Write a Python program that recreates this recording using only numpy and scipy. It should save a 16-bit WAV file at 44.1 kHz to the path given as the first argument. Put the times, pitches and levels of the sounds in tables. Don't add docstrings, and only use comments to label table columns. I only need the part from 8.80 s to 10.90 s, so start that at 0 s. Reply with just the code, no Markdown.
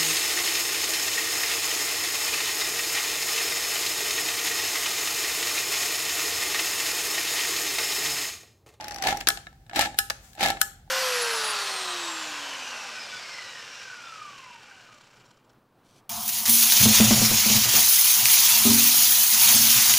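import sys
import numpy as np
from scipy import signal
from scipy.fft import rfft, irfft
from scipy.io import wavfile
from scipy.ndimage import uniform_filter1d

SR = 44100
rng = np.random.default_rng(int(sys.argv[2]) if len(sys.argv) > 2 else 0)


def dump_mix(stems):
    frames = np.atleast_2d(stems).T
    limited = np.clip(frames, -1, 1)
    pcm = np.round(limited * 32767).astype(np.int16)
    wavfile.write(sys.argv[1], SR, pcm)


N = 92610
T = np.arange(N) / SR
ALIKE_BELOW_HZ = 995

# time in seconds, rattle level in dB, boom level in dB.
PUSHES = [
    [(0.235, -28, -32.5), (0.265, -34, -19), (0.271, -23, -21.5), (0.297, -29.5, -31), (0.313, -27, -30.5),
     (0.333, -43, -27.5), (0.399, -50.5, -42), (0.407, -38.5, -44), (0.44, -58, -49.5)],
    [(0.92, -69, -47), (0.964, -23, -28), (0.98, -30, -41), (0.996, -26.5, -15.5), (1.01, -24.5, -56),
     (1.054, -31, -34.5), (1.072, -38.5, -28), (1.09, -70, -67), (1.13, -65, -73)],
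    [(1.56, -59.5, -47), (1.57, -56, -48.5), (1.606, -30, -28.5), (1.63, -23.5, -27), (1.646, -23, -25.5),
     (1.708, -32, -33.5), (1.732, -43.5, -64), (1.746, -60, -51.5), (1.78, -51, -63.5)],
]
# frequency in Hz, level in dB, t60 in seconds.
SHELL_MODES = [(326, -25.5, 0.073), (1328, -12.5, 0.13), (1715, 2, 0.042), (2153, -5, 0.03),
               (2736, -17.5, 0.045), (3784, -4, .025), (5600, -24.5, 0.089), (7240, -25.5, 0.041)]
# frequency in Hz, level in dB, t60 in seconds.
AIR_MODES = [(673, -28, 0.066), (786.6, -3.5, 0.099), (823.7, -5.5, 0.11)]
def churn():
    rattle_gain = sum(envelope(*np.array(push)[:, [0, 1]].T) for push in PUSHES)
    boom_gain = sum(envelope(*np.array(push)[:, [0, 2]].T) for push in PUSHES)
    hits = contacts(per_s=1500)
    clicks = rattle(hits * rattle_gain)
    shell = resonate(hits * rattle_gain, SHELL_MODES)
    boom = resonate(hits * boom_gain, AIR_MODES)
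    return amp(-0.5) * clicks + amp(-3.5) * shell + amp(-4.5) * boom


# frequency in Hz, gain in dB.
RATTLE_EQ = [(35, -31), (80, -12.5), (160, -3), (310, 6.5), (430, -5.5), (650, 12), (1050, 2), (1500, 5.5),
             (2500, 8.5), (4200, 4), (6500, -3.5), (7600, -7), (9000, -9), (12000, -7.5), (15500, -16)]
def rattle(hits, tilt_db=0, t60=0.011):
    pole = fade(2 / SR, t60)
    power = signal.lfilter([1 - pole], [1, -pole], hits ** 2 + 1e-18)
    return colour(np.sqrt(power) * noise(N), RATTLE_EQ, tilt_db)


# time in seconds, crack level in dB, ring level in dB,
# crack t60 in seconds, brightness in dB per octave.
SNAPS = [(0.4868, -9, -11, .016, 0.5), (1.1880, -10, -11, 0.022, 0.5), (1.8147, -11, -13.5, 0.019, 1)]
# frequency in Hz, gain in dB.
SNAP_EQ = [(40, -2), (200, -5), (430, -22), (900, -14.5), (1450, 12.5), (2200, -1.5), (3300, 5), (5400, 0),
           (7200, 0.5), (8500, 3), (9400, 1), (10800, 5), (11600, 0.5), (12600, 8), (13700, -5),
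           (15000, 3.5), (16000, -23)]
# frequency in Hz, level in dB, t60 in seconds.
LEVER_MODES = [(799.5, -22.5, .22), (1290, -22.5, 0.062), (1288, -20, 0.12), (1447, -22, 0.033),
               (1711, -10, 0.13), (3005, -20, 0.062), (4070, -21.5, 0.085), (5200, -30, 0.089),
               (5370, -12, 0.06), (5740, -36, .04), (12800, -24.5, .03)]
def lever_snaps(lead_s=0.02, rise_s=0.00025, slide_s=0.0075, slide_db=-27):
    out = np.zeros((2, N))
    t = T[:SR // 4] - lead_s
    approach = np.exp(-np.abs(t) / rise_s) + amp(slide_db) * np.exp(-np.abs(t) / slide_s)
    for impact, crack_db, ring_db, t60, tilt_db in SNAPS:
        shape = np.where(t < 0, approach, fade(np.abs(t), t60))
        crack = colour(shape * noise(len(t)), SNAP_EQ, tilt_db)
        add(out, impact - lead_s, amp(crack_db) * crack)
        add(out, impact, amp(ring_db) * ring(LEVER_MODES))
    return out


# start in seconds, click level in dB, shell level in dB,
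# boom level in dB, brightness in dB per octave.
KNOCKS = [(0.2703, -12.5, -24.5, -24, 1), (0.288, -24, -27, -20.5, 4.5), (0.326, -22, -36, -21, -1.5),
          (0.4095, -23.5, -39, -47, 0), (0.5025, -18, -26.5, -43.5, 0.5), (0.573, -27, -48.5, -39.5, -1),
          (0.669, -40.5, -34.5, -50, -2.5), (0.728, -54.5, -60, -51.5, 2),
          (0.8645, -50.5, -60.5, -66.5, -0.5), (0.896, -35.5, -43, -57, -2), (0.912, -41.5, -42, -53, -8),
          (0.9325, -32, -56, -38.5, -3.5), (0.961, -21, -26, -28.5, 5), (0.970, -23.5, -27.5, -26.5, -7.5),
          (0.9922, -14, -24, -16, 5.5), (1.01, -14.5, -43, -37, 4), (1.017, -20, -50, -27, 5),
          (1.0575, -21.5, -55, -34, -1.5), (1.144, -42, -42, -39, 2), (1.532, -48.5, -57, -62, 7),
          (1.5512, -46.5, -53, -51, 6), (1.580, -42.5, -45.5, -53, -10), (1.608, -21, -44, -24.5, 1),
          (1.629, -21, -31, -27, 4), (1.635, -14.5, -25, -23, 3), (1.659, -20.5, -26.5, -26.5, 5),
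          (1.684, -20, -40, -25, 3.5), (1.7025, -20, -27, -19.5, 4), (1.7705, -33, -38.5, -63.5, -4.5),
          (2.077, -63, -66, -53, -5)]
# frequency in Hz, gain in dB.
KNOCK_EQ = [(30, -26.5), (100, -30), (300, -6.5), (430, -22), (700, 11), (1050, -5), (1500, 7), (2500, 6),
            (4200, 5), (6500, -8.5), (7600, -1.5), (9000, -9.5), (12000, -9.5), (15500, -22)]
def ball_knocks():
    out = np.zeros((2, N))
    pivot_hz = SHELL_MODES[2][0]
    for start, click_db, shell_db, boom_db, tilt_db in KNOCKS:
        click = colour(burst(t60=0.021, rise_s=0.00016), KNOCK_EQ, tilt_db)
        shell = ring([(hz, db + tilt_db * np.log2(hz / pivot_hz), t60) for hz, db, t60 in SHELL_MODES])
        add(out, start, amp(click_db) * click + amp(shell_db) * shell + amp(boom_db) * ring(AIR_MODES))
    return out


# start in seconds, clack level in dB,
# brightness in dB per octave, ring level in dB.
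DROPS = [(0.4713, -6.5, -1.7, -29), (0.4753, -14, -2.5, -30), (1.2997, -14, -0.2, -35.5),
         (1.304, -14, -3.1, -25.5)]
# frequency in Hz, gain in dB.
DROP_EQ = [(40, -22.5), (300, -8), (450, -9.5), (700, -1.5), (1000, -4.5), (1450, 5), (2200, -0.5),
           (3000, 3), (4200, 6), (6300, -2.5), (8500, -8.5), (11000, -3.5), (15500, -14)]
# frequency in Hz, level in dB, t60 in seconds.
PLATE_MODES = [(656.4, -6, 0.046), (817, -7, 0.08), (1430, -13.5, 0.02), (1710, -3.5, 0.086)]
def ball_drops():
    out = np.zeros((2, N))
    for start, clack_db, tilt_db, ring_db in DROPS:
        clack = colour(burst(t60=0.019, rise_s=0.00017), DROP_EQ, tilt_db)
        add(out, start, amp(clack_db) * clack + amp(ring_db) * ring(PLATE_MODES))
    return out


# time in seconds, tube pitch in Hz, level in dB.
ROLL = [(0, 850, -40.5), (0.07, 842, -40.5), (0.15, 812, -43), (0.22, 775, -41), (0.33, 780, -40),
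        (0.43, 790, -54.5)]
def ball_roll(waver_hz=22.6, roughness=0.72):
    times, hz, db = np.array(ROLL).T
    lowpass = signal.butter(2, waver_hz, fs=SR, output="sos")
    drift = signal.sosfilt(lowpass, rng.standard_normal((2, 2 * N)))[:, N:]
    waver = 1 + roughness * (unit(drift[0]) + 1j * unit(drift[1]))
    phase = 2 * np.pi * np.cumsum(np.interp(T, times, hz)) / SR
    tube = unit(np.real(waver * np.exp(1j * phase)))
    gain = envelope(times, db)
    grit = rattle(gain * contacts(per_s=510), tilt_db=-3)
    return gain * tube + amp(-5) * grit


# start in seconds, level in dB, brightness in dB per octave.
TICKS = [(0.009, -29.5, -2.5), (0.042, -32, 0), (0.0444, -32, -5), (0.0818, -26, 1), (0.109, -26.5, -3),
         (0.1197, -28.5, -3.5), (0.144, -31, 2), (0.160, -28.5, -0.5), (0.184, -28.5, -4),
         (0.2231, -17, -1.5), (0.239, -27, -0.5), (0.371, -27, 2), (0.4045, -32, 3)]
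# frequency in Hz, gain in dB.
TICK_EQ = [(200, -12), (800, -2), (1800, 9), (3000, -4), (4500, 5.5), (5900, 5), (6800, -9), (7700, -14.5),
           (9000, -4), (10500, -6.5), (13300, -5.5), (15000, -11.5)]
# frequency in Hz, level in dB, t60 in seconds.
CHUTE_MODES = [(1770, -4.5, .03), (4410, -7, 0.027), (5850, -2.5, 0.029), (7600, -3.5, 0.013),
               (10620, -7, 0.023)]
def chute_ticks():
    out = np.zeros((2, N))
    for start, db, tilt_db in TICKS:
        click = colour(burst(t60=0.022, rise_s=0.00056), TICK_EQ, tilt_db)
        add(out, start, amp(db) * (click + amp(-9.5) * ring(CHUTE_MODES)))
    return out


# time in seconds, level in dB.
RUB = [(1.33, -64), (1.40, -63), (1.45, -54), (1.52, -59.5), (1.57, -61.5)]
# frequency in Hz, gain in dB.
RUB_EQ = [(300, -6), (1500, 3), (5000, -1), (7000, 4.5), (9000, -1), (15000, -4.5)]
def rub():
    return envelope(*np.array(RUB).T) * unit(colour(noise(N), RUB_EQ))


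# frequency in Hz, gain in dB.
ROOM_EQ = [(100, 13), (400, 5), (800, -2.5), (2500, -3.5), (5000, -3), (7500, 6), (12000, 0), (16000, -3)]
def room(x, low_t60=0.44, treble_t60=0.26, split_hz=5600, rise_s=0.0027, echo_s=0.0148):
    t = T[:SR * 3 // 4]
    wash = noise(len(t))
    low = signal.sosfiltfilt(signal.butter(2, split_hz, fs=SR, output="sos"), wash)
    tail = low * fade(t, low_t60) + (wash - low) * fade(t, treble_t60)
    tail *= 1 - np.exp(-t / rise_s)
    tail = colour(tail / np.sqrt(np.sum(tail ** 2) / 2), ROOM_EQ)
    out = x + amp(-13.5) * signal.fftconvolve(x, tail, axes=1)[:, :N]
    add(out, echo_s, amp(-21) * x)
    return out


# frequency in Hz, gain in dB.
RUMBLE_EQ = [(15, -37.5), (27, -25.5), (42, 4), (65, -6), (120, -5.5), (200, -14), (400, -26), (620, -28.5),
             (780, -16.5), (1000, -37.5), (1700, -30), (2400, -36.5), (5000, -37.5), (10000, -42.5),
             (16000, -42)]
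def rumble():
    return amp(-53.5) * unit(colour(noise(N), RUMBLE_EQ))


def amp(db):
    return 10 ** (np.asarray(db) / 20)


def unit(x):
    return x / np.sqrt(np.mean(x ** 2))


def fade(t, t60):
    return np.exp(-np.log(1000) * t / t60)


def envelope(times, db):
    return amp(np.interp(T, times, db, left=-150, right=-150))


def add(out, start, x):
    i = max(int(start * SR), 0)
    out[:, i:i + x.shape[1]] += x[:, :N - i]


def colour(x, points, tilt_db=0):
    size = 8192
    freqs = np.maximum(np.fft.rfftfreq(size, 1 / SR), 10)
    hz, db = np.array(points).T
    octaves = np.log2(np.maximum(freqs, 500) / 3000)
    gain = amp(np.interp(np.log(freqs), np.log(hz), db) + tilt_db * octaves)
    cepstrum = irfft(np.log(gain))
    cepstrum[1:size // 2] *= 2
    cepstrum[size // 2 + 1:] = 0
    response = irfft(np.exp(rfft(cepstrum)))
    return signal.fftconvolve(x, response[None], axes=1)[:, :x.shape[1]]


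def noise(n):
    spectra = rfft(rng.standard_normal((3, n)))
    alike = 1 / (1 + (np.fft.rfftfreq(n, 1 / SR) / ALIKE_BELOW_HZ) ** 6)
    return irfft(spectra[0] * np.sqrt(alike) + spectra[1:] * np.sqrt(1 - alike), n)


def burst(t60, rise_s):
    t = T[:SR // 4]
    return noise(len(t)) * fade(t, t60) * (1 - np.exp(-t / rise_s))


def contacts(per_s, scatter_db=3):
    touches = rng.random(N) < per_s / SR
    hits = touches * amp(scatter_db * rng.standard_normal(N)) * rng.choice([-1, 1], N)
    power = np.abs(uniform_filter1d(hits ** 2, size=700))
    return hits / np.sqrt(power + 1e-9)


def ring(modes):
    t, out = T[:SR // 4], 0
    for hz, db, t60 in modes:
        phase = rng.choice([-1, 1]) * np.array([[1], [-1]]) * np.pi / 4 * (hz > ALIKE_BELOW_HZ)
        detune = 1 + .002 * rng.standard_normal()
        out = out + amp(db) * fade(t, t60) * np.sin(2 * np.pi * hz * detune * t + phase)
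    return out


def resonate(hits, modes):
    response = ring(modes)
    response /= np.sqrt(np.sum(response ** 2) / 2)
    return signal.fftconvolve(hits[None], response, axes=1)[:, :N]


def pan(x, balance):
    left = colour(x[[0]], [(hz, db / 2) for hz, db in balance])
    right = colour(x[[1]], [(hz, -db / 2) for hz, db in balance])
    return np.vstack([left, right])


# frequency in Hz, left minus right in dB.
BALL_PAN = [(300, 1.5), (750, -3.5), (1400, 1), (2600, -.5), (4800, 7), (7000, 13.5), (9500, -1.5),
            (13000, 4)]
LEVER_PAN = [(300, 2), (750, -7), (1400, 0), (2800, -1.5), (5000, 11.5), (7000, 7), (9500, -1),
             (13000, 7.5)]
def scene():
    balls = pan(churn() + ball_knocks() + ball_drops() + ball_roll() + chute_ticks(), BALL_PAN)
    lever = pan(lever_snaps() + rub(), LEVER_PAN)
    return room(balls + lever) + rumble()


def record(dry, low_cut_hz=34, top_hz=16200):
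    thin = signal.sosfilt(signal.butter(3, low_cut_hz, "highpass", fs=SR, output="sos"), dry)
    clipped = np.clip(thin, -.88, .88)
    return signal.sosfilt(signal.ellip(8, .2, 70, top_hz, fs=SR, output="sos"), clipped)


dry = scene()
out = record(dry)
dump_mix(out)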